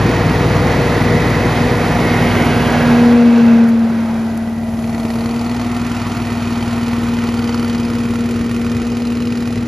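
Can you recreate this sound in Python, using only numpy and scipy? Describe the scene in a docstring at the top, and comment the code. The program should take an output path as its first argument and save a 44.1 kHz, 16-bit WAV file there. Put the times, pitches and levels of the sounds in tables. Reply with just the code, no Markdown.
"""On a lawn, a stand-on leaf blower with a two-cylinder petrol engine comes near, turns and drives off.
From the front, shaped noise makes the fan intake roar over clacking valve gear; side-on, the blade tone
(a sum of cosines) swells while the engine sags. From behind, the exhaust chops the noise into spits and
knocks the tailpipe twice per engine cycle. Ringing filters make narrow bands of noise, whistling or dull;
tiny ticks make blown leaves rustle, and low noise makes a little wind at the microphone."""
import sys
import numpy as np
from scipy import signal
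from scipy.fft import rfft, irfft, next_fast_len
from scipy.io import wavfile

SR = 44100
rng = np.random.default_rng(int(sys.argv[2]) if len(sys.argv) > 2 else 0)


def dump(signal):
    """Clip the signal to [-1, 1] and save it as 16-bit WAV at the path in sys.argv[1]."""
    limited = np.clip(np.atleast_2d(signal).T, -1, 1)
    pcm = np.round(limited * 32767).astype(np.int16)
    wavfile.write(sys.argv[1], SR, pcm)


N = 426447
TIME = np.arange(N) / SR
SIZE = next_fast_len(N)
HZ = np.maximum(np.arange(SIZE // 2 + 1) * SR / SIZE, 1)


def from_db(db):
    """Decibels to gain."""
    return np.exp(np.asarray(db) * (np.log(10) / 20))


def rms_one(x):
    """Scale to an average strength (rms) of 1."""
    return x / np.sqrt(np.mean(x ** 2) + 1e-20)


def in_time(rows):
    """Draw each column of a time table as a curve, sample by sample."""
    seconds, *columns = np.transpose(rows)
    return [np.interp(TIME, seconds, column) for column in columns]


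def at_hz(points):
    """Draw a frequency table as a curve over the whole spectrum."""
    hz, value = np.transpose(points)
    return np.interp(np.log(HZ), np.log(hz), value)


def drift(rate_hz):
    """Slow random wandering with spread 1, changing about rate_hz times a second."""
    step = 40  # samples between computed points
    r = np.exp(-2 * np.pi * step * rate_hz / SR)
    settle = 2000  # the filter's start-up is thrown away
    noise = rng.standard_normal(N // step + settle + 2)
    slow = signal.lfilter([1], [1, -2 * r, r * r], noise)[settle:]
    return np.interp(np.arange(N) / step, np.arange(len(slow)), rms_one(slow))


def band_pass(x, order, low_hz, high_hz):
    """Keep only the sound between two frequencies."""
    return signal.sosfilt(signal.butter(order, [low_hz, high_hz], "band", fs=SR, output="sos"), x)


def swell(centre_s, half_s):
    """A smooth rise to 1 and fall, as something sweeps past."""
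    return np.exp(-np.minimum(((TIME - centre_s) / half_s) ** 2, 20))


def stretch(start_s, end_s, fade_s=0.28):
    """1 while a sound is heard for a stretch, fading at both ends."""
    return np.clip(np.minimum(TIME - start_s, end_s - TIME) / fade_s + .5, 0, 1)


def panned(x, db):
    """Place a sound between the ears by left minus right dB."""
    return x * from_db(db * np.array([[.5], [-.5]]))


def resonator(hz, width_hz):
    """Filter coefficients of one resonance, gain 1 at its peak."""
    r = np.exp(-np.pi * width_hz / SR)
    return (1 - r * r) / 2 * np.array([1, 0, -1]), [1, -2 * r * np.cos(2 * np.pi * hz / SR), r * r]


def pulse_ages(cycles, moment, db, uneven_db):
    """Time since the latest pulse [engine cycles] and its strength, which differs from pulse to pulse."""
    count, age = np.divmod(cycles - moment + 1, 1)
    chance = np.clip(rng.standard_normal(int(count[-1]) + 1), -2, 2)
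    return age, from_db(db + uneven_db * chance)[count.astype(int)]


# Shared strength of the air noise and parts tied to it: (time [s], level [dB])
AIR_STRENGTH = [(0, -24), (1.9, -23.5), (2.35, -22.5), (2.95, -22.5), (3.2, -26), (3.55, -26),
                (3.75, -30.5), (4.1, -29), (4.6, -34.5), (5.0, -30), (6.7, -30.5), (7.8, -32.5),
                (9.67, -35.5)]
# How far away the machine is: (time [s], distance [m])
DISTANCE = [(0, 9.1), (2, 7.8), (3.2, 4.2), (4.2, 3.3), (5.5, 5), (6.7, 4.9), (9.67, 17)]
NEAR_M = 3  # distance from which doublings are counted
# The driver passes between the engine and us: (time [s], half length [s])
DRIVER_SHADOW = (4.47, 0.94)
# How each part stands to the shared strength: (from the front [dB], from behind [dB],
# change per doubling of distance [dB], change in the driver's shadow [dB])
ASPECT = { "rumble": (1.5, -0.5, 3.5, 1.7), "rush": (1.04, -0.84, 0.25, -2), "roar": (0.5, 0.46, 0, -6.5),
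          "hiss": (-7.5, -5, 1.21, -6), "sizzle": (-20, -13.5, 1, -9), "valve gear": (-19.5, -15, 0, -6),
          "third harmonic": (-6.5, -11, -2, -6), "fourth harmonic": (-15.5, -16, -2, -11)}


def heard_db(part, behind):
    """Level of one part, set by heading, distance and the driver's shadow."""
    front_db, rear_db, doubling_db, shadow_db = ASPECT[part]
    heading_db = front_db + (rear_db - front_db) * behind
    doublings = np.log2(in_time(DISTANCE)[0] / NEAR_M)
    shadow = shadow_db * swell(*DRIVER_SHADOW)
    return in_time(AIR_STRENGTH)[0] + heading_db + doubling_db * doublings + shadow


# Gusts on the microphone: (time [s], level [dB])
WIND = [(0, -53), (4.58, -51), (4.68, -26), (4.8, -37), (8.2, -47), (8.35, -28), (8.9, -32), (9.3, -35),
        (9.66, -34)]


def wind(low_hz=62, high_hz=130, lumpy_db=3):
    """Gusts buffet the microphone in low lumps."""
    rumble = band_pass(rng.standard_normal(N), 3, low_hz, high_hz)
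    lumpy = rms_one(rumble * from_db(lumpy_db * drift(5.8)))
    return from_db(in_time(WIND)[0]) * lumpy


# Dry leaves tumbling past in the jet: (time [s], level [dB])
LEAVES = [(0, -60), (1.8, -47), (2.45, -41.5), (3.3, -59), (4.0, -49.5), (4.55, -50), (4.8, -46.5),
          (5.2, -44.5), (6.0, -63), (9.67, -68)]
# One brief swish among the leaves: (time [s], length [s], level [dB])
SWISH = (3.69, .008, -44)


def leaves(per_s=9000, size_db=2.5, low_hz=5800, high_hz=12000):
    """Thousands of tiny dry leaf contacts merge into a thin rustle."""
    hits = rng.random(N) < per_s / SR
    sizes = from_db(size_db * rng.exponential(1, N))
    ticks = hits * rng.choice([-1, 1], N) * sizes
    rustle = rms_one(band_pass(ticks, 2, low_hz, high_hz))
    swish_s, length_s, swish_db = SWISH
    swish = from_db(swish_db) * np.exp(-((TIME - swish_s) / length_s) ** 2 / 2)
    return rustle * (from_db(in_time(LEAVES)[0]) + swish)


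# The valve gear clacks twice a cycle: (moment in the cycle [0-1], strength [dB])
TAPPETS = [(.235, -1), (.86, -2)]


def valve_gear(cycles, behind, low_hz=3200, high_hz=6500, ring_cycles=0.069, uneven_db=1.5):
    """Rockers clack under the valve covers; each bright clack dies within a small part of the cycle."""
    power = 0
    for moment, db in TAPPETS:
        age, strength = pulse_ages(cycles, moment, db, uneven_db)
        power = power + strength ** 2 * age * np.exp(-2 * age / ring_cycles)
    metal = band_pass(rng.standard_normal(N), 1, low_hz, high_hz)
    return from_db(heard_db("valve gear", behind)) * rms_one(metal * np.sqrt(power))


def buzz(cycles, behind, front_db=-11, rear_db=-7, size=2048):
    """The engine block rattles alike in every cycle: a comb of high orders riding on the rush."""
    orders = np.arange(25, 52)  # multiples of the engine cycle
    comb = np.zeros(size // 2 + 1, complex)
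    comb[orders] = (rng.standard_normal(len(orders)) + 1j * rng.standard_normal(len(orders))) / orders
    one_cycle = rms_one(irfft(comb))
    rattle = np.interp(cycles * size, np.arange(size), one_cycle, period=size)
    return rattle * from_db(heard_db("rush", behind) + front_db + (rear_db - front_db) * behind)


# Narrow bands of noise, whistling or dull, each heard for a stretch: (from [s], to [s], frequency [Hz],
# width [Hz], level [dB], share that pulses with the exhaust spits [0-1])
NOISE_BANDS = [ (-0.17, 2.4, 1930, 170, -32, 0.16), (0.802, 1.5, 1964, 60, -36.5, 0.16),
               (2.0, 2.55, 2075, 120, -28.5, 0.1), (2.0, 3.1, 1880, 130, -35, 0.1),
               (2.6, 3.05, 1660, 70, -29, 0.1), (3.3, 4.5, 1520, 180, -42, 0),
               (2.15, 2.94, 2860, 400, -33.5, 0.1), (3.0, 3.6, 2660, 200, -39, 0),
               (4, 6.9, 672, 80, -38.5, 0.3), (4.25, 5.45, 1955, 28, -47.5, 0),
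               (7.2, 8.05, 9300, 150, -56, .3), (4.5, 5.4, 640, 40, -41, .2), (-.2, .8, 1150, 200, -35, 0),
               (7.2, 9.8, 385, 70, -38, .2), (6.7, 8.05, 11870, 150, -61, .7)]


def narrow_noise(bursts):
    """Noise, partly pulsing with the exhaust spits, rings in narrow filters: whistling or dull bands."""
    out, noise = np.zeros(N), rng.standard_normal(N)
    for start, end, hz, width, db, share in NOISE_BANDS:
        fade = stretch(start, end)
        on = fade > 0
        drive = noise[on] * np.sqrt(1 - share + share * bursts[on])
        b, a = resonator(hz, width * np.pi / 2)   # wider, as it is passed twice
        ringing = signal.lfilter(b, a, signal.lfilter(b, a, drive))
        out[on] += from_db(db) * fade[on] * rms_one(ringing)
    return out


# The two cylinders fire: (moment in the cycle [0-1], strength [dB])
FIRINGS = [(0.158, 6.5), (.783, 4)]
# Ringing tones of the tailpipe, each beamed our way for a stretch:
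# (from [s], to [s], pitch [Hz], level before the clatter curve [dB])
KNOCK_MODES = [ (4.83, 7, 4340, -46), (5.1, 5.66, 4600, -51), (7.23, 7.75, 4430, -44.5),
               (7.2, 8.04, 4900, -47), (6.4, 7.8, 3050, -44.5), (5.7, 7.0, 2640, -46), (8.9, 11, 4100, -49),
               (8.6, 9.8, 5070, -49), (9.3, 9.4, 2490, -43.5), (8.86, 9.4, 2830, -48),
               (7.7, 8.6, 2540, -51), (7.9, 8.6, 5000, -55), (7.4, 7.9, 5900, -54), (4.7, 9.8, 6600, -57),
               (6.2, 8.5, 1414, -43.5)]
# How hard the tailpipe knocks reach us: (time [s], level change [dB])
CLATTER = [(4.9, -2), (5.4, 2), (5.8, -5), (6.3, -0.5), (7.05, -2), (7.5, 3), (8.0, -.5), (8.5, -1.5),
           (9.1, 2), (9.67, -4)]


def knocks(cycles, ring_s=0.0011, lead_s=0.001204, stray_s=.0007, uneven_db=3.0, pitch_scatter=.022, size=512):
    """Each exhaust valve knocks the tailpipe just ahead of its blowdown; modes die within milliseconds."""
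    firings = [(count + moment, db) for count in range(int(cycles[-1]) - 1) for moment, db in FIRINGS]
    moments, firing_db = np.transpose(firings)
    starts = np.searchsorted(cycles, moments)[:, None] - lead_s * SR
    age, out = np.arange(size) / SR, 0
    for start, end, hz, db in KNOCK_MODES:
        strength, detune, phase, stray = rng.standard_normal((len(moments), 4)).T[:, :, None]
        first = np.maximum(starts + stray_s * SR * stray, 0).astype(int)
        places = first + np.arange(size)
        envelope = (age / ring_s) ** 2 * np.exp(-age / ring_s)
        pitch_hz = hz * (1 + pitch_scatter * detune)
        rings = envelope * np.sin(2 * np.pi * (pitch_hz * age + phase))
        rings = rings * from_db(firing_db[:, None] + uneven_db * np.clip(strength, -2, 1))
        train = np.bincount(places.ravel(), rings.ravel(), N)[:N]  # overlapping rings add up
        out = out + from_db(db) * stretch(start, end) * rms_one(train)
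    return out * from_db(in_time(CLATTER)[0])


RISE, FALL, TAIL = .025, .034, .22  # one blowdown: rise, fall, silencer tail [engine cycles]


def spits(cycles, uneven_db=1.4):
    """A valve opens fast, gas blows down, the silencer rings on: power of bursts and tails, each mean 1."""
    blowdown = tail = 0
    for moment, db in FIRINGS:
        age, strength = pulse_ages(cycles, moment, db, uneven_db)
        opening = strength ** 2 * (1 - np.exp(-(age / RISE) ** 2))
        blowdown = blowdown + opening * np.exp(-age / FALL)
        tail = tail + opening * np.exp(-age / TAIL)
    return blowdown / blowdown.mean(), tail / tail.mean()


# Edges of rumble, rush, roar, hiss and sizzle: (frequency [Hz])
AIR_EDGES_HZ = [15, 480, 1000, 2400, 7500, 20000]
# How alike the air noise is left and right: (frequency [Hz], likeness [0-1])
LIKENESS = [(60, .995), (250, .99), (500, .97), (1000, .955), (2000, .95), (4000, .9), (13000, .9)]


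def air_bands(colour, resonances):
    """Stereo turbulence coloured by a casing, split into five bands, each rms 1."""
    level_db = at_hz(colour)
    for hz, width, db in resonances:
        level_db = level_db + db / (1 + (2 * (HZ - hz) / width) ** 2)
    alike = np.clip(at_hz(LIKENESS), 0, 1)
    mid, side = rfft(rng.standard_normal((2, SIZE)))
    pair = from_db(level_db) * (np.sqrt(1 + alike) * mid + np.sqrt(1 - alike) * side * [[1], [-1]])
    bands = []
    for low, high in zip(AIR_EDGES_HZ, AIR_EDGES_HZ[1:]):
        inside = (HZ >= low) & (HZ < high)
        bands.append(rms_one(irfft(pair * inside, SIZE)[:, :N]))
    return bands


# Colour of the air noise within each band, front and rear: (frequency [Hz], relative level per Hz [dB])
FRONT_COLOUR = [(25, -29), (65, -10), (140, 0), (400, -5.5), (550, -6), (750, -7), (1250, -13.5),
                (1600, -12), (2500, -18), (3300, -22), (4700, -26), (6500, -32.5), (8500, -32.5),
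                (11000, -32), (14000, -41.5)]
REAR_COLOUR = [(25, -22), (65, -4), (130, -0.5), (360, -1), (500, -7), (900, -9.5), (1380, -9), (1650, -18),
               (2300, -17.5), (3600, -22.5), (5000, -24.5), (8300, -31.5), (10000, -31.5), (12000, -35.5),
               (13500, -40.5)]
# Resonances of the fan housing and of the silencer: (frequency [Hz], width [Hz], lift [dB])
HOUSING = [(2556, 81, 4), (1020, 36, 0.5), (404, 40, 1.5), (2860, 130, -4), (5350, 440, -2)]
SILENCER = [(686, 120, -1.2), (820, 120, 4), (1840, 110, 7.5), (2010, 91, 6.5), (2430, 250, 4.5),
            (3100, 150, 2.2), (5630, 450, -3), (7240, 390, 6), (9170, 400, 8.5)]
# The exhaust's part in each band, from behind, before the tailpipe's aim scales it:
# (share in the blowdown [0-1], share in the silencer's tail [0-1], lead [s])
SPIT_SHARE = { "rumble": (.09, .03, .002), "rush": (0.19, .06, 0.0016), "roar": (.18, .05, 0.00073),
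              "hiss": (0.22, .16, .0005), "sizzle": (0.21, 0.49, .001)}
# Place between the ears; the hiss swings left with the jet:
# (time [s], fan tone left minus right [dB], hiss left minus right [dB])
PAN = [(0, 0, 1), (0.8, 1.5, 2.3), (1.9, -1, 2), (2.7, -4, 0), (3.2, 1, 0.5), (3.65, 0.5, 0), (4.05, 0, 5),
       (4.5, 0.5, 6), (5.0, 0, 4.5), (6.3, 0.5, -0.8), (7.0, 0.5, 0), (9.67, 0.5, -1)]


def air(cycles, bursts, tails, behind, pipe, eddy_db=.5, grit_db=-0.05, throb_db=0.8):
    """Intake roar throbs with the engine from the front; from behind, exhaust spits chop the rush."""
    out, throb = 0, from_db(throb_db * np.cos(2 * np.pi * cycles))
    grit, jet_side = from_db(grit_db * drift(400)), panned(0.99, in_time(PAN)[1])
    fronts, rears = air_bands(FRONT_COLOUR, HOUSING), air_bands(REAR_COLOUR, SILENCER)
    for band, intake, exhaust in zip(SPIT_SHARE, fronts, rears):
        burst_share, tail_share, lead_s = SPIT_SHARE[band]
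        chop = burst_share * (bursts - 1) + tail_share * (tails - 1)
        power = np.roll(np.maximum(1 + pipe * chop, .1), -int(lead_s * SR))
        chopped = exhaust * np.sqrt(behind * power) * grit
        drawn = intake * np.sqrt(1 - behind)
        if band in ("rumble", "rush"):
            drawn = drawn * throb
        blast = from_db(heard_db(band, behind) + eddy_db * drift(9.8)) * (drawn + chopped)
        out = out + (blast * jet_side if band in ("hiss", "sizzle") else blast)
    return out


def cancel(x, dip, relative_width, size=2048):
    """A reflection cancels one band, which moves over time."""
    hz, depth = in_time(dip)
    out, state = x.copy(), np.zeros((2, 2))
    for i in range(0, N, size):
        coefficients = resonator(hz[i], relative_width * hz[i])
        band, state = signal.lfilter(*coefficients, x[:, i:i + size], zi=state)
        out[:, i:i + size] -= depth[i:i + size] * band
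    return out


# Exhaust drone without the beamed orders: (time [s], level [dB])
DRONE = [(0, -15), (2.0, -18.5), (2.6, -19), (3.0, -23.5), (3.25, -29.5), (3.6, -33), (4.0, -31.5),
         (4.5, -28.5), (5.0, -27.5), (6.2, -23.5), (8.0, -25), (9.0, -29), (9.67, -26)]
# Balance among the drone's orders: (multiple of the four-stroke cycle, relative level from the front [dB],
# side-on [dB], from behind [dB])
ORDERS_DB = [(2, -39.5, -53, -48.5), (3, -26, -43, -34.5), (4, -46, -56, -58), (5, -22, -32.5, -28.5),
             (6, -24.5, -46, -31), (7, -32, -52, -41.5), (8, -23, -50, -39.5), (9, -33, -48, -42),
             (10, -46, -37, -39.5), (11, -34.5, -44, -39), (13, -31, -45, -33.5), (14, -37, -52, -50),
             (15, -33, -56, -45), (16, -52, -54, -42.5), (17, -46, -56, -44.5), (18, -41, -58, -46),
             (19, -44, -58, -46), (20, -48, -62, -45), (21, -42, -60, -54), (22, -41, -50, -60),
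             (23, -45, -58, -47), (27, -54, -60, -58), (34, -54, -60, -62)]
# The machine is seen side-on: (time [s], half length [s])
SIDE_ON = (4.03, 0.69)
# Single orders beamed our way as the machine turns:
# (multiple of the cycle, time [s], half length [s], level [dB])
ORDER_LOBES = [(8, .4, .4, -24), (8, 2.7, .32, -24.5), (8, 4.9, .3, -36), (8, 5.8, .6, -42),
               (20, 2.45, .42, -33), (27, 3.6, 1.0, -47), (34, 2.9, .25, -37), (34, 4.4, 1.0, -46)]


def drone(cycles, behind, uneven_db=0.5, wander_rad=0.078, smear_rad=0.86):
    """The two cylinders' pulses, smeared by the silencer into a stack of orders whose level wavers."""
    side, sway = swell(*SIDE_ON), wander_rad * drift(1.4)
    powers = []
    for _, front, beside, rear in ORDERS_DB:
        along = front + (rear - front) * behind
        powers.append(from_db((1 - side) * along + side * beside) ** 2)
    scale = from_db(in_time(DRONE)[0] + uneven_db * drift(7.1)) ** 2 / sum(powers)
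    out = 0
    for (order, *_), power in zip(ORDERS_DB, powers):
        beamed = sum((from_db(db) * swell(s, half_s)) ** 2 for k, s, half_s, db in ORDER_LOBES if k == order)
        # the firing moments set where each order's wave starts
        pulses = sum(from_db(db) * np.exp(-2j * np.pi * order * moment) for moment, db in FIRINGS)
        phase = np.angle(pulses) + smear_rad * rng.normal()
        wave = np.cos(2 * np.pi * order * cycles + phase + sway * rng.normal())
        out = out + np.sqrt(2 * (power * scale + beamed)) * wave
    return out


BLADES = 6
# Fan tone at the blade rate, loudest as the outlet swings past: (time [s], level [dB])
FAN = [(0, -37), (1.1, -23), (1.9, -21), (2.3, -17), (2.7, -18.5), (2.98, -9), (3.52, -6.5), (4.0, -15),
       (4.55, -20.5), (5.5, -18), (6.1, -22), (7.0, -17.5), (9.3, -18), (9.67, -20.5)]
# Overtones beamed in lobes that sweep past us, by harmonic: (time [s], half length [s], level [dB])
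LOBES = { 2: [(0.998, 1.56, -23.5), (3.089, 0.16, -18.5), (3.48, 0.29, -25), (5.262, 0.41, -34),
         (7.598, 1.03, -32.5), (9.2, 0.82, -34.5)], 3: [(2.2, 0.67, -45), (3.8, 0.24, -46.5),
         (4.9, 0.28, -45), (5.55, 0.38, -43), (7.6, 1, -50)]}


def fan_tone(cycles, behind, flutter_db=.5, intake_flutter_db=.5, shake_rad=0.034):
    """Blades pass the outlet lip; eddies drawn into the intake make the tone flutter, its overtones more."""
    blade = 2 * np.pi * 2 * BLADES * cycles + shake_rad * drift(10)  # two turns per cycle
    flutter = flutter_db + intake_flutter_db * (1 - behind)
    second, third = [sum(from_db(db) * swell(s, half_s) for s, half_s, db in lobes) for lobes in LOBES.values()]
    third = third + from_db(heard_db("third harmonic", behind))
    fourth = from_db(heard_db("fourth harmonic", behind))
    out = 0
    for k, gain in enumerate([from_db(in_time(FAN)[0]), second, third, fourth], 1):
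        out = out + np.sqrt(2) * gain * from_db(k * flutter * drift(16.4)) * np.cos(k * blade)
    return out


# Engine speed, sagging under the turn and overshooting after it: (time [s], speed [revolutions per minute])
SPEED = [(0.0, 2359.5), (0.5, 2397.1), (1.0, 2378.3), (1.45, 2406.8), (3.15, 2381.4), (3.55, 2311.0),
         (4.2, 2264.8), (5.2, 2310.1), (5.6, 2398.7), (6.45, 2352.5), (8.55, 2355.3), (9.2, 2382.9),
         (9.67, 2367.2)]
# Heading: (time [s], 0 = intake faces us .. 1 = exhaust faces us, how openly the tailpipe points at us [factor])
HEADING = [(0, 0.0053, .5), (2.9, 0.079, .5), (3.6, 0.098, .3), (4.6, 0.77, 0.55), (5.0, 1, 1.7),
           (5.5, 0.96, 1.3), (6.2, 0.94, 0.86), (7.0, 0.92, 0.72), (7.5, 1, 1.1), (8.2, 1, 1.28),
           (9.67, 1, 1.44)]
# The soft lawn cancels a band that climbs as the machine leaves: (time [s], frequency [Hz], depth [0-1])
GROUND_DIP = [(0, 450, 0), (3.6, 447, 0.02), (4.6, 440, 0.23), (6.0, 530, 0.56), (7.5, 620, 0.3),
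              (8.5, 890, 0.45), (9.67, 970, 0.5)]
# Reflections off the casing cancel two narrow bands that shift as it turns:
# two lists of (time [s], frequency [Hz], depth [0-1])
CASING_DIPS = [
    [(0, 1550, 0.55), (1.8, 1590, 0.46), (2.3, 1760, 0.8), (3.6, 1750, 0.4), (4.6, 1740, 0.11),
     (5.4, 1640, 0.5), (9.67, 1590, 0)],
    [(0, 3400, .3), (2, 3400, .25), (2.6, 3580, .12), (4, 3500, 0.2), (8, 3430, .12), (8.6, 3400, 0.4),
     (9.67, 3400, 0.35)],
]


def scene(air_db=-0.6):
    """One crankshaft drives the engine and fan sounds: a four-stroke cycle takes two turns."""
    cycles = np.cumsum(in_time(SPEED)[0]) / (2 * 60 * SR)
    behind, pipe = in_time(HEADING)
    behind = np.clip(behind, 0, 1)
    bursts, tails = spits(cycles)
    background = wind() + leaves()
    details = valve_gear(cycles, behind) + knocks(cycles) + narrow_noise(bursts)
    rush = from_db(air_db) * air(cycles, bursts, tails, behind, pipe) + buzz(cycles, behind)
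    rush = cancel(rush, GROUND_DIP, relative_width=0.43)
    for dip in CASING_DIPS:
        rush = cancel(rush, dip, relative_width=0.079)
    tones = drone(cycles, behind) + panned(fan_tone(cycles, behind), in_time(PAN)[0])
    return background + details + rush + tones


# Level difference of the microphone pair: (frequency [Hz], left minus right [dB])
TILT = [(60, 1.5), (200, 0.8), (450, 0.9), (660, 0), (1250, -2), (1550, -3), (2050, -3.5), (2650, -1),
        (3200, 0.5), (4400, 0), (5500, 1.8), (6500, -1), (8000, 2), (13000, -2)]
# Phase difference of the pair: (frequency [Hz], lead of the left [radians])
PORT_PHASE = [(60, -0.02), (300, -0.1), (700, -0.31), (1600, -0.23), (3000, 0.8), (3900, 0.21),
              (5500, 0.26), (6800, -1.15), (7800, -2.95), (8700, -3.35), (9500, -4.46), (11100, -6.28),
              (12300, -6.31), (13700, -8.7)]
# A narrow notch in the left port: (frequency [Hz], width [Hz], depth [0-1])
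PORT_NOTCH = (1790, 58, 0.47)


def record(dry, low_cut_hz=29, cutoff_hz=13900):
    """Two microphone ports differ in level and phase; peaks are rounded, deep bass and top are cut."""
    half = from_db(at_hz(TILT) / 2) * np.exp(.5j * at_hz(PORT_PHASE))  # half the difference to each side
    hz, width, depth = PORT_NOTCH
    notch = 1 - depth / (1 + 2j * (HZ - hz) / width)
    ports = irfft(rfft(dry, SIZE) * np.array([half * notch, 1 / half]), SIZE)[:, :N]
    ports = signal.sosfilt(signal.butter(4, low_cut_hz, "high", fs=SR, output="sos"), ports)
    rounded = ports / (1 + (ports / .96) ** 12) ** (1 / 12)
    return signal.sosfilt(signal.ellip(10, .1, 80, cutoff_hz, fs=SR, output="sos"), rounded)


dry = scene()
out = record(dry)
dump(out)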